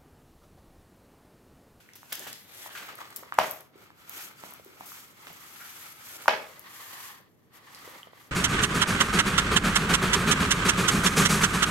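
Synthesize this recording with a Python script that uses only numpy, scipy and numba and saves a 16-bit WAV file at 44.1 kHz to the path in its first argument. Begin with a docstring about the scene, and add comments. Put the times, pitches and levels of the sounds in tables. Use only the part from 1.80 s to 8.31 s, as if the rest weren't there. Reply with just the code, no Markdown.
"""A stiff, film-covered printed canvas is unrolled, turned round and smoothed by hand on a table, for 6.5 s.
From the start it rasps and hisses as hands push it (filtered contact noise) over the still air of a room.
Soft pops (resonated impulses), film crackles (noise ticks) and edge brushes (noise skids) soon join in.
Loud snaps come near 1.6 and 4.5 s, with a faint falling whistle near 2.55 s; a small hard room rings
after pops, ticks and brushes. Two microphone ports a short way apart give left and right."""
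import sys
import numpy as np
from scipy import signal
from scipy.fft import rfft, irfft
from scipy.io import wavfile
from scipy.ndimage import uniform_filter1d
from numba import njit

SR = 44100
rng = np.random.default_rng(int(sys.argv[2]) if len(sys.argv) > 2 else 0)


def dump_mix(stems):
    """Bounce the given channels to the path in sys.argv[1] as a 16-bit WAV at rate SR."""
    frames = np.atleast_2d(stems).T  # one column per channel
    limited = np.clip(frames, -1, 1)  # hard clip at full scale
    pcm = np.round(limited * 32767).astype(np.int16)
    wavfile.write(sys.argv[1], SR, pcm)


N = 287091

TIME = np.arange(N) / SR
FREQ = np.maximum(np.arange(N // 2 + 1) * SR / N, 1)
PORT_DELAY_S = .00033  # longest travel time between the ports

# The patch of sheet that rubs. Each row: time in seconds, resonance in Hz, coarseness in dB
# (added to grain_db), lead of the right port in ms.
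RUBBING_PATCH = [(.3, 1498, -8.5, -0.027), (.75, 2370, -5, .1), (.98, 1540, -3.5, 0.13),
                 (1.22, 1130, 1, .13), (2.25, 1373, -4.5, .15), (3.1, 1325, -9.5, .13),
                 (3.6, 1203, -11.5, 0.13), (3.85, 1388, -17.5, 0.083), (4.1, 1283, -18.5, .1),
                 (4.4, 1383, -3, 0.11), (4.9, 1122, -11.5, -0.087), (5.3, 1066, -15.5, -0.095),
                 (6.1, 1178, -9, -0.0071)]


def undb(db):
    """Decibels to gain."""
    return 10 ** (np.asarray(db) / 20)


def unit(x):
    """Scale to rms 1."""
    return x / np.sqrt(np.mean(x ** 2))


def curve(rows, axis):
    """One column of a time table at every sample."""
    rows = np.array(rows)
    return np.interp(TIME, rows[:, 0], rows[:, axis])


def along(rows, hz, axis=1):
    """One column of a frequency table, interpolated on log frequency."""
    rows = np.array(rows)
    return np.interp(np.log(hz), np.log(rows[:, 0]), rows[:, axis])


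def colour(x, rows):
    """Filter by a (Hz, dB) table."""
    return irfft(rfft(x) * undb(along(rows, FREQ)), N)


def pan(db):
    """Left and right gains for a level difference, left minus right."""
    return undb(np.vstack([db, -db]) / 2)


def resonate(x, hz, q):
    """Two-pole band-pass."""
    g = np.tan(np.pi * hz / SR)
    return signal.lfilter([g / q, 0, -g / q], [1 + g / q + g * g, 2 * g * g - 2, 1 - g / q + g * g], x)


def add(out, s, sound):
    """Mix a sound in at time s."""
    i = int(s * SR)
    out[:, i:i + sound.shape[1]] += sound[:, :N - i]


def diffuse(likeness=0.49):
    """Noise from all sides at two ports: partly alike in the bass, nearly unrelated in the treble."""
    like = likeness * np.sinc(2 * FREQ * PORT_DELAY_S)
    mid, side = rfft(rng.standard_normal((2, N))) * np.sqrt([1 + like, 1 - like])
    return unit(irfft(np.array([mid + side, mid - side]), N))


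def walk(rate_hz):
    """Smooth random motion of rms 1."""
    size = int(SR / rate_hz)
    steps = np.repeat(rng.standard_normal(N // size + 1), size)
    return unit(uniform_filter1d(steps, size)[:N])


def strokes():
    """Each push speeds up, holds and slows to rest; rasp and hiss follow its speed. Gives the gain of both."""
    # Each row: start in seconds, speeding up in s, steady in s, slowing to rest in s,
    # rasp gain in dB at full speed, hiss gain in dB at full speed, hiss left minus right in dB.
    pushes = [(0.0, 0.0033, .02, 0.36, -62.5, -61.5, -4), (.06, 0.18, .16, .04, -64.5, -58, -1),
              (.277, 0.069, .13, .095, -49.5, -47, -3.5), (.459, 0.017, .01, .43, -55, -48, 1),
              (.608, .25, 0.017, 0.033, -51, -46, 1), (.83, 0.14, 0.031, 0.38, -47, -47.5, -2),
              (1.16, 0.039, 0.022, 0.79, -51.5, -54, -2.5), (1.56, 0.045, 0.067, 0.25, -51, -43, -1),
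              (1.913, .12, 0.0077, 0.17, -56.5, -60.5, -1.5), (2.11, 0.11, .15, .5, -57, -59, -2),
              (2.228, .198, 0.0064, 0.16, -46.5, -41.5, -0.5), (2.501, 0.16, 0.008, 0.2, -52, -50, -3),
              (2.69, .02, 0.33, .15, -59, -60, -1.5), (2.9, 0.25, 0.028, 0.32, -52.5, -48, -1.5),
              (3.282, 0.18, 0.2, 0.15, -54, -53.5, -3), (3.451, .44, 0.16, 0.35, -51.5, -47, -0.5),
              (4.1, 0.22, 0.046, 0.068, -50.5, -44.5, -1), (4.344, .076, .01, 0.93, -49.5, -48.5, -3),
              (4.757, 0.28, 0.089, .42, -48, -46.5, -1), (5.055, .18, 0.051, 0.18, -48.5, -46, -1),
              (5.663, 0.43, 0.061, 0.25, -50, -53, -4), (5.708, 0.056, 0.0082, 0.05, -54.5, -55.5, 2),
              (6.274, 0.16, 0.0088, 0.15, -55.5, -58, -0.5)]
    rasp_power, hiss_power = 0.63, 1.14  # gain grows as these powers of speed
    # the sheet never lies quite still under the hands
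    creep_rasp_db, creep_hiss_db = -74.5, -75
    rasp, hiss = undb(creep_rasp_db) ** 2, undb(creep_hiss_db) ** 2
    for s, rise_s, hold_s, stop_s, rasp_db, hiss_db, pan_db in pushes:
        rising = np.clip((TIME - s) / rise_s, 0, 1)
        stopping = np.clip((TIME - s - rise_s - hold_s) / stop_s, 0, 1)
        speed = (np.sin(np.pi / 2 * rising) * (1 - stopping)) ** 2
        rasp = rasp + (undb(rasp_db) * speed ** rasp_power) ** 2
        hiss = hiss + (undb(hiss_db) * pan(pan_db) * speed ** hiss_power) ** 2
    return np.sqrt(rasp), np.sqrt(hiss)


def friction(spectrum, slip_rate_hz, slip_db, grain_rate_hz, grain_db, spread_db, direct_db):
    """Countless tiny contacts with a few sharper catches; the sheet slips in uneven jerks."""
    catches = (rng.random(N) < grain_rate_hz / SR) * rng.choice([-1, 1], N)
    catches = unit(catches * undb(spread_db * np.minimum(rng.exponential(size=N), 3)))
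    coarse = undb(grain_db + curve(RUBBING_PATCH, axis=2))
    direct = undb(direct_db) * rng.standard_normal(N) + coarse * catches
    # the straight path reaches one port first; the rest comes from all sides
    lead = np.round(curve(RUBBING_PATCH, axis=3) * SR / 1000).astype(int)
    right = direct[(np.arange(N) + lead) % N]
    contacts = diffuse() + np.array([direct, right])
    contacts = contacts / np.sqrt(1 + undb(direct_db) ** 2 + coarse ** 2)
    jerks = undb(slip_db * walk(slip_rate_hz))
    return unit(colour(contacts, spectrum) * jerks)


@njit
def sweep(x, hz, q):
    """Band-pass with a moving centre, on both channels."""
    y = np.empty_like(x)
    for c in range(2):
        band, low = 0., 0.
        for i in range(len(hz)):
            g = np.tan(np.pi * hz[i] / SR)
            v = (band + g * (x[c, i] - low)) / (1 + g * (g + 1 / q))
            band, low, y[c, i] = 2 * v - band, low + 2 * g * v, v / q
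    return y


def sliding(drum_db=-16, drum_growth=0.51):
    """The weave rasps and rings the rubbing patch, the sheet drums with it, the smooth film hisses."""
    # Each row: frequency in Hz, level in dB.
    rasp_colour = [(100, -43), (450, -48.5), (750, 0.5), (1100, 0.5), (1800, -0.5), (2500, -4.5),
                   (3400, -3), (4500, -3.5), (8000, -30)]
    drum_colour = [(30, -25), (90, -7), (140, -8.5), (300, 4), (600, 4.5), (900, -1.5), (1500, -27.5),
                   (6000, -49)]
    hiss_colour = [(300, -37.5), (1500, 0.5), (3000, 1), (4500, 0.5), (6500, 2), (8000, 1.5), (11000, 0.5),
                   (13000, -2), (16000, -10)]
    rasp_gain, hiss_gain = strokes()
    patch_hz = curve(RUBBING_PATCH, axis=1)

    rasp = friction(rasp_colour, slip_rate_hz=70, slip_db=1.76, grain_rate_hz=330, grain_db=-2.5,
                    spread_db=4.0, direct_db=-8.0)
    patch_q, patch_db, overtone_ratio, overtone_db = 7., 4, 1.68, 3
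    ring = undb(patch_db) * sweep(rasp, patch_hz, patch_q)
    overtone = undb(overtone_db) * sweep(rasp, patch_hz * overtone_ratio, patch_q)
    rasp = unit(rasp + ring + overtone)

    drum = friction(drum_colour, slip_rate_hz=40, slip_db=3.0, grain_rate_hz=160, grain_db=-7.5,
                    spread_db=-2.0, direct_db=-4.0)
    # coarser contact shakes the whole sheet more
    finest_db = np.array(RUBBING_PATCH)[:, 2].min()
    drum = drum * undb(drum_db + drum_growth * (curve(RUBBING_PATCH, axis=2) - finest_db))

    hiss = friction(hiss_colour, slip_rate_hz=83, slip_db=1.15, grain_rate_hz=1600, grain_db=1.0,
                    spread_db=5.0, direct_db=-7.5)
    return (rasp + drum) * rasp_gain + hiss * hiss_gain


def still_air(rms_db=-63):
    """The room's quiet background: steady noise from all sides, strongest in the bass."""
    # Each row: frequency in Hz, level in dB.
    air_colour = [(20, -19.5), (45, -8), (100, 9.5), (200, 7), (400, 3.5), (700, -6), (1500, -14.5),
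                  (4000, -32.5), (8000, -44), (16000, -38)]
    return undb(rms_db) * unit(colour(diffuse(), air_colour))


def scatter(x, most_s=.008):
    """Each spot on the sheet has its own paths into the room: every pitch is a little differently late."""
    size = x.shape[1]
    delay_s = most_s * rng.random(size // 2 + 1)
    phase = 2 * np.pi * np.cumsum(delay_s) * SR / size
    return irfft(rfft(x) * np.exp(-1j * phase))


def buckles(pitch_split=0.063, near_db=4, thud_hz=280, size=2048):
    """A curved patch flips: a brief ring over a dull push of air. Gives direct sound and room's share."""
    # Each row: time in seconds, peak in dB, pitch in Hz, sharpness Q, gain of the thud in dB,
    # lead of the right port in ms.
    flips = [(.0896, -42, 1900, 3, -30, .09), (.2312, -38, 1000, 1.2, -16, .07),
             (.4676, -32, 700, .8, -8, .11), (.8613, -32, 880, 1.6, -20, .11),
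             (.8934, -37, 1100, 1, -16, .09), (1.1895, -35, 1250, 1.6, -20, .13),
             (1.2166, -33, 1150, 2, -20, .15), (1.4275, -41, 520, 2, -24, .25),
             (1.4335, -36, 1080, 2, -20, -.12), (1.5234, -22, 1200, 1.7, -26, .16),
             (1.5841, -20, 850, 3, -26, -.04), (1.5875, -1, 860, 1.15, -18, -.04),
             (1.956, -46, 380, 3, -26, .22), (2.1043, -42.5, 1100, 1.3, -14, .15),
             (2.638, -29, 800, 1.2, -4, .2), (2.7234, -38, 880, 1.2, -8, .18),
             (2.7975, -43, 480, 1.5, -14, .3), (2.861, -45, 370, 3.5, -26, .22),
             (3.0088, -32, 850, 1.9, -12, .2), (3.119, -36, 1220, 2.5, -20, .09),
             (3.4703, -30, 1500, .5, -6, .18), (3.5044, -39, 800, 1, -6, .22),
             (4.4584, -27, 1000, 2, -22, .04), (4.4806, -4, 1000, .9, -22, -.03),
             (4.4814, -9, 1400, 2, -30, .1), (4.4839, -2, 860, 1.05, -22, -.05),
             (6.077, -39, 600, 1.3, -12, 0), (6.2311, -35, 3080, 7, -36, .3),
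             (6.2721, -42, 560, 1.2, -16, .3), (6.3333, -44, 550, .9, -16, .3)]
    direct, sent = np.zeros((2, N)), np.zeros((2, N))
    push_at = size // 64
    push = signal.unit_impulse(size, push_at)
    freq = np.arange(size // 2 + 1) * SR / size
    thud = resonate(push, thud_hz, q=0.6)
    for s, db, hz, q, thud_db, lead_ms in flips:
        # each port faces its own part of a broad patch, so their pitches differ a little
        split = pitch_split / max(q, 1)
        left, right = (resonate(resonate(push, port_hz, q), port_hz, q) + undb(thud_db) * thud
                       for port_hz in (hz * (1 - split), hz * (1 + split)))
        right = irfft(rfft(right) * np.exp(2j * np.pi * freq * lead_ms / 1000))
        flip = undb(db) * np.array([left, right]) / abs(left + right).max() * 2
        # pops far to the right are close to that port: louder there, and drier
        near = np.clip(lead_ms / 1000 / PORT_DELAY_S, 0, 1) ** 3
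        start_s = s - push_at / SR
        add(direct, start_s, flip * pan(-near_db * near))
        add(sent, start_s, scatter(flip) * (1 - near))
    return direct, sent


def room(x, wet_db=-4, build_s=0.0025, hold_s=0.017, echo_rate_hz=350, echo_db=-4, size=32768):
    """Wall echoes hold the level briefly, then a dense tail dies, mostly sooner in the treble, and modes ring."""
    # Each row: frequency in Hz, level in dB, t60 in seconds.
    tail_bands = [(30, -17, .4), (108.7, -0.5, 0.49), (288, 6, 0.39), (456, -1, 0.48), (850, -4, 0.36),
                  (1430, -7, 0.45), (2420, 4.5, 0.36), (4600, 7, 0.34), (8200, 0, 0.27), (15450, -2, 0.3)]
    modes = [(285, -58, .35), (385, -62, .55), (447, -61, .42), (554, -69, .34), (630, -55.5, .36),
             (717, -63, .4), (840, -66, .3), (1245, -66, .38), (1454, -64, .36)]
    t, freq = TIME[:size], np.maximum(np.arange(size // 2 + 1) * SR / size, 1)
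    echoes = unit((rng.random(size) < echo_rate_hz / SR) * rng.standard_normal(size))
    field, tail = rfft(diffuse()[:, :size] + undb(echo_db) * echoes), 0
    age_s = np.hypot(t, hold_s) - hold_s
    band_hz = np.array(tail_bands)[:, 0]
    # overlapping bands, each with its own decay
    for share, (_, db, t60_s) in zip(np.eye(len(tail_bands)), tail_bands):
        band = np.interp(np.log(freq), np.log(band_hz), share)
        tail = tail + undb(db) * irfft(field * band) * np.exp(-np.log(1000) * age_s / t60_s)
    # wet_db is the mean gain from 500 to 2000 Hz, before the modes and build-up
    middle = (freq > 500) & (freq < 2000)
    tail = undb(wet_db) * tail / np.sqrt(np.mean(abs(rfft(tail)[:, middle]) ** 2))
    for hz, db, t60_s in modes:
        ring = np.sin(2 * np.pi * (hz * t + rng.random()))
        tail = tail + undb(db) * ring * np.exp(-np.log(1000) * t / t60_s)
    build = 1 - np.exp(-(t / build_s) ** 2)
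    return signal.fftconvolve(x, tail * build, axes=1)[:, :N]


def crackles(q=2.0, gain_db=2, decay_s=.0007, size=512):
    """Creases in the film let go in bright, very short ticks, each with its own left-right balance."""
    # Each row: time in seconds, level in dB before gain_db, brightness in Hz, left minus right in dB.
    creases = [(.1348, -37.5, 6000, -2), (.3543, -29, 9400, 6), (.3944, -27, 8050, 2),
               (.5297, -25, 6800, 2), (1.1543, -35.5, 11500, 3), (1.1847, -38, 10300, -1),
               (1.3055, -36, 9900, -9), (1.3614, -25, 9670, -5), (1.542, -31, 9800, -3),
               (1.5895, -17, 7100, -1), (1.7114, -22.5, 12360, 1), (1.8074, -36, 9700, 0),
               (2.295, -23.5, 11800, -7), (2.7082, -36, 12000, -1), (2.737, -32.5, 12400, -1),
               (2.8469, -38, 13000, -10), (3.5303, -37, 13200, 0), (4.4816, -15.5, 4200, 3),
               (4.794, -34, 12300, 1), (5.411, -51, 13500, -5.5), (5.9481, -30.5, 5100, 1)]
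    out = np.zeros((2, N))
    for s, db, hz, pan_db in creases:
        tick = resonate(rng.standard_normal(size) * np.exp(-TIME[:size] / decay_s), hz, q)
        lag = int(rng.random() * PORT_DELAY_S * SR)
        ports = np.array([tick, np.roll(tick, lag)])
        add(out, s, undb(db + gain_db) * pan(pan_db) * ports / abs(tick).max())
    return out


def brushes(attack_s=.0006, size=8192):
    """An edge lands on the table and skids to a stop: band-passed noise that dies away."""
    # Each row: start in seconds, rms in dB before attack and decay, centre in Hz, Q, decay in seconds.
    skids = [(0.154, -44, 7000, 0.06, 0.013), (0.3221, -30.5, 2020, .6, 0.0087),
             (0.326, -22, 9200, 0.078, 0.0035), (.469, -37, 500, 0.2, 0.019), (.951, -37, 1570, 2.7, 0.03),
             (0.973, -39.5, 1870, 1.1, 0.018), (1.024, -42, 1400, 2.6, .025), (1.085, -39, 1360, 2, .024),
             (1.203, -39.5, 1138, 2.2, .017), (1.362, -33, 10800, 0.97, 0.0077),
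             (3.057, -47, 11000, 0.6, 0.054), (3.468, -46.5, 900, 1.1, 0.023),
             (3.501, -49, 157, 1.2, 0.012), (3.802, -45.5, 1520, 9.5, 0.058),
             (6.076, -34.5, 540, 3.9, 0.0028)]
    out, t = np.zeros((2, N)), TIME[:size]
    for s, db, hz, q, decay_s in skids:
        # one part common to both ports, one part each port's own
        noise = rng.standard_normal(size) + rng.standard_normal((2, size))
        skid = unit(resonate(noise, hz, q))
        add(out, s, undb(db) * skid * np.exp(-t / decay_s) * (1 - np.exp(-t / attack_s)))
    return out


def squeak(waver=.008):
    """The film sticks and slips for a moment in a faint falling whistle: a wavering sine."""
    s, length_s, start_hz, end_hz, db = 2.548, .07, 5100, 4480, -58
    progress = np.clip((TIME - s) / length_s, 0, 1)
    hz = (start_hz + (end_hz - start_hz) * progress) * (1 + waver * walk(600))
    swell = np.sin(np.pi * progress ** 2)
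    return undb(db) * swell * np.sin(2 * np.pi * np.cumsum(hz) / SR)


def scene():
    """The sliding sheet, still air, pops and ticks with their reverberation, and the squeak."""
    slide, air = sliding(), still_air()
    pops, pops_sent = buckles()
    ticks = crackles() + brushes()
    reverb = room(pops_sent + undb(-4.0) * ticks)
    return slide + air + pops + ticks + reverb + squeak()


def record(dry):
    """Each port has its own treble colour; the loudest peaks are rounded and the top is cut."""
    # Each row: frequency in Hz, level in dB.
    mic_colour = [(400, 0), (3450, 0), (3700, -3), (6700, -1), (7050, -3), (11450, -2), (11750, 4),
                  (13000, 2), (14200, 1.5), (16000, 2.5)]
    # Each row: frequency in Hz, left minus right in dB.
    mic_balance = [(3200, 0.5), (3900, -2.5), (6600, -2.5), (7400, -7), (13000, 14.5), (15500, -4.5)]
    top_hz = 15900
    ports = undb(along(mic_colour, FREQ)) * pan(along(mic_balance, FREQ))
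    heard = irfft(rfft(dry) * ports, N)
    rounded = heard / (1 + heard ** 6) ** (1 / 6)
    low_pass = signal.ellip(10, .2, 70, top_hz, fs=SR, output="sos")
    return signal.sosfilt(low_pass, rounded)


dry = scene()
out = record(dry)
dump_mix(out)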